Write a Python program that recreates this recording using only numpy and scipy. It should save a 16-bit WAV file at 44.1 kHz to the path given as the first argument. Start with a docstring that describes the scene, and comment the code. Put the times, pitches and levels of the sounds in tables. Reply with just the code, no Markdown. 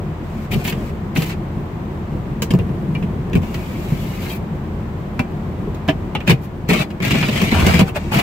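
"""Snow is swept and scraped off a windshield, heard in the small cabin over the idling engine and heater.
First come short strokes: bristles hiss and crunch over icy glass, and the brush head knocks on the pane.
Snow is shoved aside in a dull rumble, one long sweep swells, and a knocked wiper arm pings.
From about 6 s the scraping turns hard: the pane drums and booms under quick blows that crack the ice."""
import sys
import numpy as np
from scipy import signal
from scipy.fft import rfft, irfft, next_fast_len
from scipy.io import wavfile
from scipy.ndimage import map_coordinates

SR = 44100
rng = np.random.default_rng(int(sys.argv[2]) if len(sys.argv) > 2 else 0)


def store_wav(level_fs):
    """Save 16-bit WAV to argv[1]."""
    pcm = np.round(np.clip(np.atleast_2d(level_fs), -1, 1) * 32767)
    wavfile.write(sys.argv[1], SR, pcm.T.astype(np.int16))


N = 362502
TIME = np.arange(N) / SR

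# Brush strokes: start_s, length_s, pressure_db, swell_db, hard_edge_db, loose_snow_db
BRUSH_STROKES = [(0.236, 0.22, -53.5, 9, 7, -5), (0.517, 0.023, -26, 5.5, -7, -7),
                 (0.557, 0.075, -39.5, 0, 4, -10), (0.643, 0.058, -29.5, 3.5, -16, -3.5),
                 (0.709, 0.19, -47, 3, 10.5, -8), (1.155, 0.14, -34, -3, -5, -5),
                 (1.295, 0.033, -32.5, -4, -1, -18), (3.42, 0.9, -42, 6.5, -2, -5.5),
                 (4.22, 0.101, -34.5, -0.5, -2, -6), (4.324, 0.043, -39.5, -7, 2, 1.5),
                 (6.276, 0.033, -19.5, 4, -1.5, -22), (6.417, 0.034, -52, 8, 0, 2),
                 (6.694, 0.13, -21.5, -8.5, -0.5, -25), (7.024, 0.272, -25, 0, -2.5, -20),
                 (7.313, 0.18, -24.5, 0.5, -2.5, -20), (7.508, 0.31, -24, -1, 3, -23),
                 (7.847, 0.035, -41, 12, 10, -14), (7.951, 0.016, -31, 5.5, 8, -18),
                 (7.99, 0.18, -43, -3, -1, -29), (8.12, 0.079, -21.5, 3, 5, -18)]
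def stroke_gain(share_db=0, growth=1, land_s=0.0048, lift_s=0.013):
    """The brush lands quickly, presses harder or eases off evenly, and springs off more slowly."""
    gain = np.zeros(N)
    shares_db = share_db + np.zeros(len(BRUSH_STROKES))
    for (start, length, db, swell_db, *_), extra_db in zip(BRUSH_STROKES, shares_db):
        near = slice(max(int((start - 10 * land_s) * SR), 0), int((start + length + 10 * lift_s) * SR))
        t = TIME[near] - start
        fade = np.exp(-np.maximum(-t / land_s, (t - length) / lift_s).clip(0))
        pressure_db = db + swell_db * ((t / length).clip(0, 1) - .5)
        gain[near] = np.maximum(gain[near], amp(growth * pressure_db + extra_db) * fade)
    return gain


# Tone colours of the brush layers: freq_hz, level_db
SCRAPE_EQ = [(900, -45), (1500, -10), (1900, -1), (2350, 3.5), (3000, -2.5), (3600, -7), (4500, -9.5),
             (6000, -22), (9000, -25.5)]  # bristles biting on ice
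GRIND_EQ = [(200, -23), (380, -5.5), (650, 3.5), (950, -4), (1300, -4), (1800, -11), (3000, -28.5)]  # throaty hard edge
DRUM_EQ = [(35, -20), (60, -14), (78, -10.5), (105, -8.5), (140, 1), (178, 0), (225, -6.5), (290, -13),
           (450, -17), (1000, -61)]  # low body of the pane
HISS_EQ = [(2500, 1), (4500, 0.5), (6000, 0.5), (7900, 0.5), (9200, -12.5), (12000, -18)]  # bright bristle tips
FIZZ_EQ = [(6000, -20), (9000, -16), (11000, -3.5), (13000, 1.5), (15500, -1)]  # airy loose snow
def brush(hiss_db=-19, drum_db=7, judder_db=2.5, firm_db=-36, pan_db=1):
    """A light sweep hisses evenly; pressed firmly, bristles catch and slip on ice and shake the pane."""
    *_, edge_db, snow_db = np.transpose(BRUSH_STROKES)
    pressure = stroke_gain()
    firm = pressure / (pressure + amp(firm_db))
    judder = amp(judder_db * firm * drift(110))
    catches = .65 * firm * grains(per_s=54, spread_db=-2)  # now and then a ridge of ice gives way
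    crunch = unit(grains(per_s=1400, spread_db=4.5) * judder + catches)
    bristles = firm * crunch + np.sqrt(1 - firm ** 2) * rng.standard_normal(N)
    scrape = pressure * unit(tint(bristles, SCRAPE_EQ))
    edge_slips = grains(per_s=830, spread_db=3) * judder
    grind = np.sqrt(firm) * stroke_gain(edge_db) * unit(tint(edge_slips, GRIND_EQ))
    drum = amp(drum_db) * firm * stroke_gain(land_s=0.002, lift_s=0.014) * noise(DRUM_EQ)
    # countless bristle tips and snow crystals sound from all over the brush
    tips = judder * (rng.standard_normal((2, N)) + 0.45 * firm * crunch)
    hiss = amp(hiss_db) * stroke_gain(growth=0.69) * unit(tint(tips, HISS_EQ))
    fizz = stroke_gain(snow_db) * unit(tint(tips, FIZZ_EQ))
    pan = amp(pan_db * np.array([[.5], [-.5]]))
    patches = amp(-0.15 * drift(30))  # the frost lies unevenly
    return pan * patches * (travelling(scrape + grind) + hiss + fizz) + drum


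def grains(per_s, spread_db):
    """Tiny slips and breaking ice crystals click at random times and in uneven sizes."""
    size = amp(spread_db * np.minimum(rng.exponential(1, N), 4))
    return unit(size * rng.choice([-1, 1], N) * (rng.random(N) < per_s / SR))


# Blows on the pane: start_s, strength_db, thump_hz, hardness (0-1), ice_db
BLOWS = [(0.554, -8.5, 141, 0, -1), (0.651, -24, 222, 0.89, -15), (0.678, -28.5, 187, .96, 2),
         (0.724, -19.5, 180, 0.76, -8), (1.161, -23, 247, 0.99, -14), (1.172, -10, 170, 0.32, 14.5),
         (1.22, -18, 150, 0.73, 1.5), (1.562, -22, 150, 0, -10), (2.421, -18.5, 198, .72, 10),
         (2.506, -13.5, 166, 0.64, 2), (2.537, -3, 179, 0.27, 2), (2.593, -12, 105, 0.49, -22),
         (2.691, -16, 185, 0.3, -18), (2.95, -30, 156, 0.92, -23), (3.026, -22, 158, 0.69, -22),
         (3.332, -13, 66, 0.61, -9.5), (3.353, -5, 168, 0.52, -6), (3.372, -10, 92, .15, 7),
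         (3.433, -18.5, 220, 0.56, -17), (3.543, -30.5, 147, 0.96, -1), (3.92, -8.5, 148, 0, -10),
         (5.193, -11, 244, 0.71, -10), (5.675, -17, 51.6, .15, -15), (5.746, -34, 159, 0.67, 5),
         (5.879, -16, 192, 0.54, -1), (5.886, -16, 290, 0.9, -28), (5.893, -13, 288, 0.74, -11),
         (6.151, -17.5, 172, 0.88, -26), (6.204, -30, 200, 0.91, -17), (6.276, -18.5, 228, 1, -8),
         (6.296, -5, 170, 0.69, -4), (6.318, -6, 125.5, 0.54, -12), (6.689, -12.5, 151, 0.63, 3),
         (6.707, -5.5, 182, 0.52, -5), (6.904, -35, 166, 0.88, -7), (7.002, -17.5, 169, 0.71, -15),
         (7.049, -25.5, 153, 1, -5), (7.108, -13, 141, 0.86, -8), (7.148, -10.5, 231, 0.6, -8),
         (7.227, -15.5, 142, 0.88, -28), (7.285, -14.5, 208, 0.76, -21), (7.416, -9.5, 198, 0.68, -1),
         (7.523, -8.5, 212, .66, -16), (7.6, -12, 79.5, 0.75, -4), (7.626, -6, 70.3, 0.1, -17),
         (7.666, -6, 199, 0.7, 0.5), (7.742, -7.5, 172, 0.61, 2), (7.792, -6.5, 171, 0.74, -3.5),
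         (7.814, -2, 181, 0.4, -3), (7.89, -23, 192, 0.71, -4), (7.959, -22.5, 113, 0.82, -17)]
# Glassy snap of the crowded high modes: pitch_ratio, level_db
SNAP_EQ = [(.4, -10.5), (.68, -4.5), (1, 4.5), (1.25, -4.5), (1.55, -15.5), (2.2, -23), (4, -54)]
# Brittle crack of ice: freq_hz, level_db
CRACK_EQ = [(600, 11.5), (1100, 6.5), (1600, 1.5), (2500, 3), (3300, 4), (4500, 4.5), (7700, 2.5),
            (9200, -6), (12000, -2), (15500, 1.5)]
def knocks(thump_db=2, thump_cycles=14, rise_s=0.012):
    """A blow flexes the pane in a low thump; harder ones ring its modes more and crack the ice."""
    t = np.arange(SR // 3) / SR
    out = np.zeros((2, N))
    for start, db, thump_hz, hardness, ice_db in BLOWS:
        clack_db = db + np.interp(hardness, [0, 1], [-22, -2.5])
        snap_db = db + np.interp(hardness, [0, 1], [-46.5, 3])
        clack_hz = 259.4 + 1.38 * thump_hz  # a stiffer spot both thumps and rings higher
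        snap_hz = 2574 * np.exp(0.026 * rng.standard_normal())
        centre, side = unit(tint(rng.standard_normal((2, len(t))), DRUM_EQ))
        flex = np.sin(2 * np.pi * thump_hz * t) + 0.5 * centre + 0.16 * np.array([side, -side])
        swing = (1 - np.exp(-t / rise_s)) * amp(-60 * t * thump_hz / thump_cycles)
        thump = amp(db + thump_db) * unit_attack(flex * swing)
        clack = amp(clack_db) * pane_ring(t, clack_hz)
        snap = amp(snap_db) * burst(t, np.array(SNAP_EQ) * [snap_hz, 1], t60=0.068, spike=0.3)
        crack = amp(snap_db + ice_db) * burst(t, CRACK_EQ, t60=0.11, spike=3.9)
        add(out, start, thump + cabin(clack + snap + crack, t60=0.059, wet_db=2.5))
    return out


# Low modes of the windshield: pitch_hz, level_db, t60_s (before extra damping)
PANE_MODES = [(272, 5, 0.087), (381, 5.5, 0.12), (460, -1.5, 0.15), (552, -11, 0.15), (666, -9.5, 0.27),
              (752, -4, 0.063), (774, -9, 0.26), (959, -1, 0.091), (1035, 10, 0.023), (1096, -10, 0.062),
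              (1250, 1, 0.036), (1300, -11, 0.052), (1743, 16.5, 0.047), (1970, -7, 0.13)]
def pane_ring(t, centre_hz, width_octaves=0.83, damping=1.06, note_t60=0.062, note_share=0.27):
    """The place of the blow favours one note and those modes of the pane that lie around it."""
    hz, db, t60 = np.transpose(PANE_MODES)[:, :, None]
    weight = np.exp(-.5 * (np.log2(hz / centre_hz) / width_octaves) ** 2) * rng.choice([-1, 1], hz.shape)
    decay = amp(db - 60 * damping * t / t60)
    modes = unit_attack((weight * decay * np.sin(2 * np.pi * hz * t)).sum(0))
    note = unit_attack(np.sin(2 * np.pi * centre_hz * t) * amp(-60 * t / note_t60))
    return unit_attack(note_share * note + (1 - note_share) * modes)


def burst(t, colour, t60, spike):
    """A sharp transient, then a noisy tail of many close modes dying together."""
    envelope = amp(-60 * t / t60) + spike * np.exp(-t / 0.0018)
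    return unit_attack(tint(rng.standard_normal(len(t)), colour) * envelope)


# Swell of snow shoved along the foot of the pane: time_s, level_db
SNOW_SHOVE = [(2.59, -18), (2.66, -25), (3.04, -17), (3.08, -32), (3.3, -20.5)]
# Swell of the pane flexing deeply under the brush: time_s, level_db
PANE_SHUDDER = [(7.52, -39), (7.562, -10), (7.644, -12), (7.7, -5.5), (7.8, -20)]
# Bass boom of that flex: freq_hz, level_db
BOOM_EQ = [(40, -30), (62, -23), (75, -2), (90, -1), (125, -33), (300, -84)]
def pushes(shove_db=-4, shudder_db=-6):
    """Pushing on the snow or leaning on the glass shakes the pane in a dull rumble."""
    out = np.zeros((2, N))
    for swell, colour, db in (SNOW_SHOVE, DRUM_EQ, shove_db), (PANE_SHUDDER, BOOM_EQ, shudder_db):
        swell_db = np.interp(TIME, *np.transpose(swell), left=-100, right=-100)
        out += amp(db + swell_db) * noise(colour)
    return out


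# Pings of the wiper arm: start_s, pitch_hz, level_db, t60_s
WIPER_PINGS = [(2.951, 2356, -27.5, 0.1), (2.951, 2860, -33, 0.11), (4.301, 3200, -26, 0.07),
               (5.195, 2356, -24, 0.12), (5.196, 2630, -14.5, 0.031), (5.674, 404, -17, 0.1),
               (5.889, 640, -8.5, 0.091), (5.89, 3090, -19, .08), (6.152, 840, -13, 0.048),
               (6.153, 2930, -35, 0.25)]
def wiper(rise_s=0.00098):
    """A knocked wiper arm and its hollow cover ring in short, clear notes."""
    t = np.arange(SR // 4) / SR
    out = np.zeros((2, N))
    for start, hz, db, t60 in WIPER_PINGS:
        envelope = (1 - np.exp(-t / rise_s)) * amp(db - 60 * t / t60)
        add(out, start, envelope * np.sin(2 * np.pi * (hz * t + rng.random((2, 1)) / 5)))
    return out


# Tone colours of the dark engine rumble and the fan's rush of air: freq_hz, level_db
RUMBLE_EQ = [(15, -25), (28, -31), (42, -4), (62, -4.5), (85, -1), (112, -1.5), (150, 1), (215, -1.5),
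             (265, -10.5), (350, -7.5), (450, -17), (700, -22), (1500, -59)]
FAN_EQ = [(200, -0.5), (450, 2), (700, -1), (1000, 1), (1400, -7.5), (2000, -10.5), (3100, -18),
          (3700, -22), (5500, -30), (8200, -32), (9200, -47), (11000, -44), (13000, -32), (15500, -36)]
# Hum of engine and fan: pitch_hz, level_db
HUM_TONES = [(43, -38), (85, -34.5), (154, -41), (219, -40.5), (360, -44.5), (722, -55)]
# The background bed dips briefly: time_s, gain_db
BED_DIP = [(0, 0), (6.25, -0.14), (6.5, -3.2), (7, -2), (8.22, -0.5)]
def idling_car(rumble_db=-25.5, fan_db=-36.5, throb_db=1.45, waver_cycles=0.51):
    """Idle rumble and wavering tones come through the body; the heater fan blows evenly over them."""
    rumble = amp(rumble_db + throb_db * drift(25)) * noise(RUMBLE_EQ)
    fan = amp(fan_db) * noise(FAN_EQ)
    hum = sum(amp(db) * unit(np.sin(2 * np.pi * (hz * TIME + waver_cycles * drift(4))))
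              for hz, db in HUM_TONES)
    return amp(np.interp(TIME, *np.transpose(BED_DIP))) * (rumble + fan + hum)


def cabin(x, t60, wet_db):
    """Each ear gets the direct sound and its own dense, short reflections from glass and trim."""
    t = np.arange(SR // 10) / SR
    taps = rng.standard_normal((2, len(t))) * (rng.random((2, len(t))) < 4000 / SR) * amp(-60 * t / t60)
    taps *= amp(wet_db) / np.linalg.norm(taps, axis=1, keepdims=True)
    taps[[0, 1], rng.integers(0, 8, 2)] += 1  # direct sound
    return signal.oaconvolve(x[None], taps, axes=1)[:, :len(x)] / np.sqrt(1 + amp(2 * wet_db))


def travelling(x, size=4096):
    """The brush moves over the pane, so its reflections in the cabin keep changing."""
    out, window = np.zeros((2, N)), signal.windows.cosine(size)
    for start in range(0, N - size // 2, size // 2):
        piece = x[start:start + size]
        faded = np.pad(piece * window[:len(piece)], (0, size))
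        add(out, start / SR, cabin(faded, t60=0.049, wet_db=12.5))
    return out


# Stereo width, side against mid: freq_hz, side_db
STEREO_WIDTH = [(30, -20), (70, -13.5), (150, -20), (300, -13.5), (600, -4.5), (1200, -0.5), (15000, 0.5)]
def noise(colour):
    """Coloured stereo noise, narrow in the bass and wide in the treble."""
    mid, side = tint(rng.standard_normal((2, N)), colour)
    side = tint(side, STEREO_WIDTH)
    return unit(np.array([mid + side, mid - side]))


def tint(x, points):
    """Filters by an EQ curve of (freq_hz, level_db) points."""
    hz, db = np.transpose(points)
    size = next_fast_len(x.shape[-1])
    gain = amp(np.interp(np.log(np.fft.rfftfreq(size, 1 / SR) + 1), np.log(hz), db))
    return irfft(rfft(x, size) * gain, size)[..., :x.shape[-1]]


def drift(per_s):
    """A random wander of rms 1 that turns about per_s times a second."""
    knots = rng.standard_normal(8192)
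    return unit(map_coordinates(knots, [TIME * per_s], order=1, mode="wrap"))


def amp(db):
    """Decibels to gain."""
    return 10 ** (np.asarray(db) / 20)


def unit(x):
    """Scales to rms 1."""
    return x / np.sqrt(np.mean(x ** 2) + 1e-20)


def unit_attack(x, window_s=0.012):
    """Scales a hit to the energy of window_s at rms 1."""
    return x / np.sqrt(np.sum(x ** 2) / (window_s * SR) + 1e-20)


def add(mix, start_s, sound):
    """Lays a sound into the mix."""
    part = mix[:, max(round(start_s * SR), 0):][:, :sound.shape[-1]]
    part += sound[..., :part.shape[-1]]


def scene(left_db=.5):
    """The work on the windshield over the idling car, all a little to the left."""
    snow = brush() + pushes()
    return (idling_car() + snow + knocks() + wiper()) * amp([[left_db], [-left_db]])


def record(dry, ceiling=.88, cutoff_hz=15750):
    """Soft clipping rounds the highest peaks; a low-pass trims the very top."""
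    rounded = dry / (1 + (dry / ceiling) ** 4) ** (1 / 4)
    lowpass = signal.firwin(401, cutoff_hz, window=("kaiser", 8), fs=SR)
    return signal.oaconvolve(rounded, lowpass[None], "same", axes=1)


dry = scene()
out = record(dry)
store_wav(out)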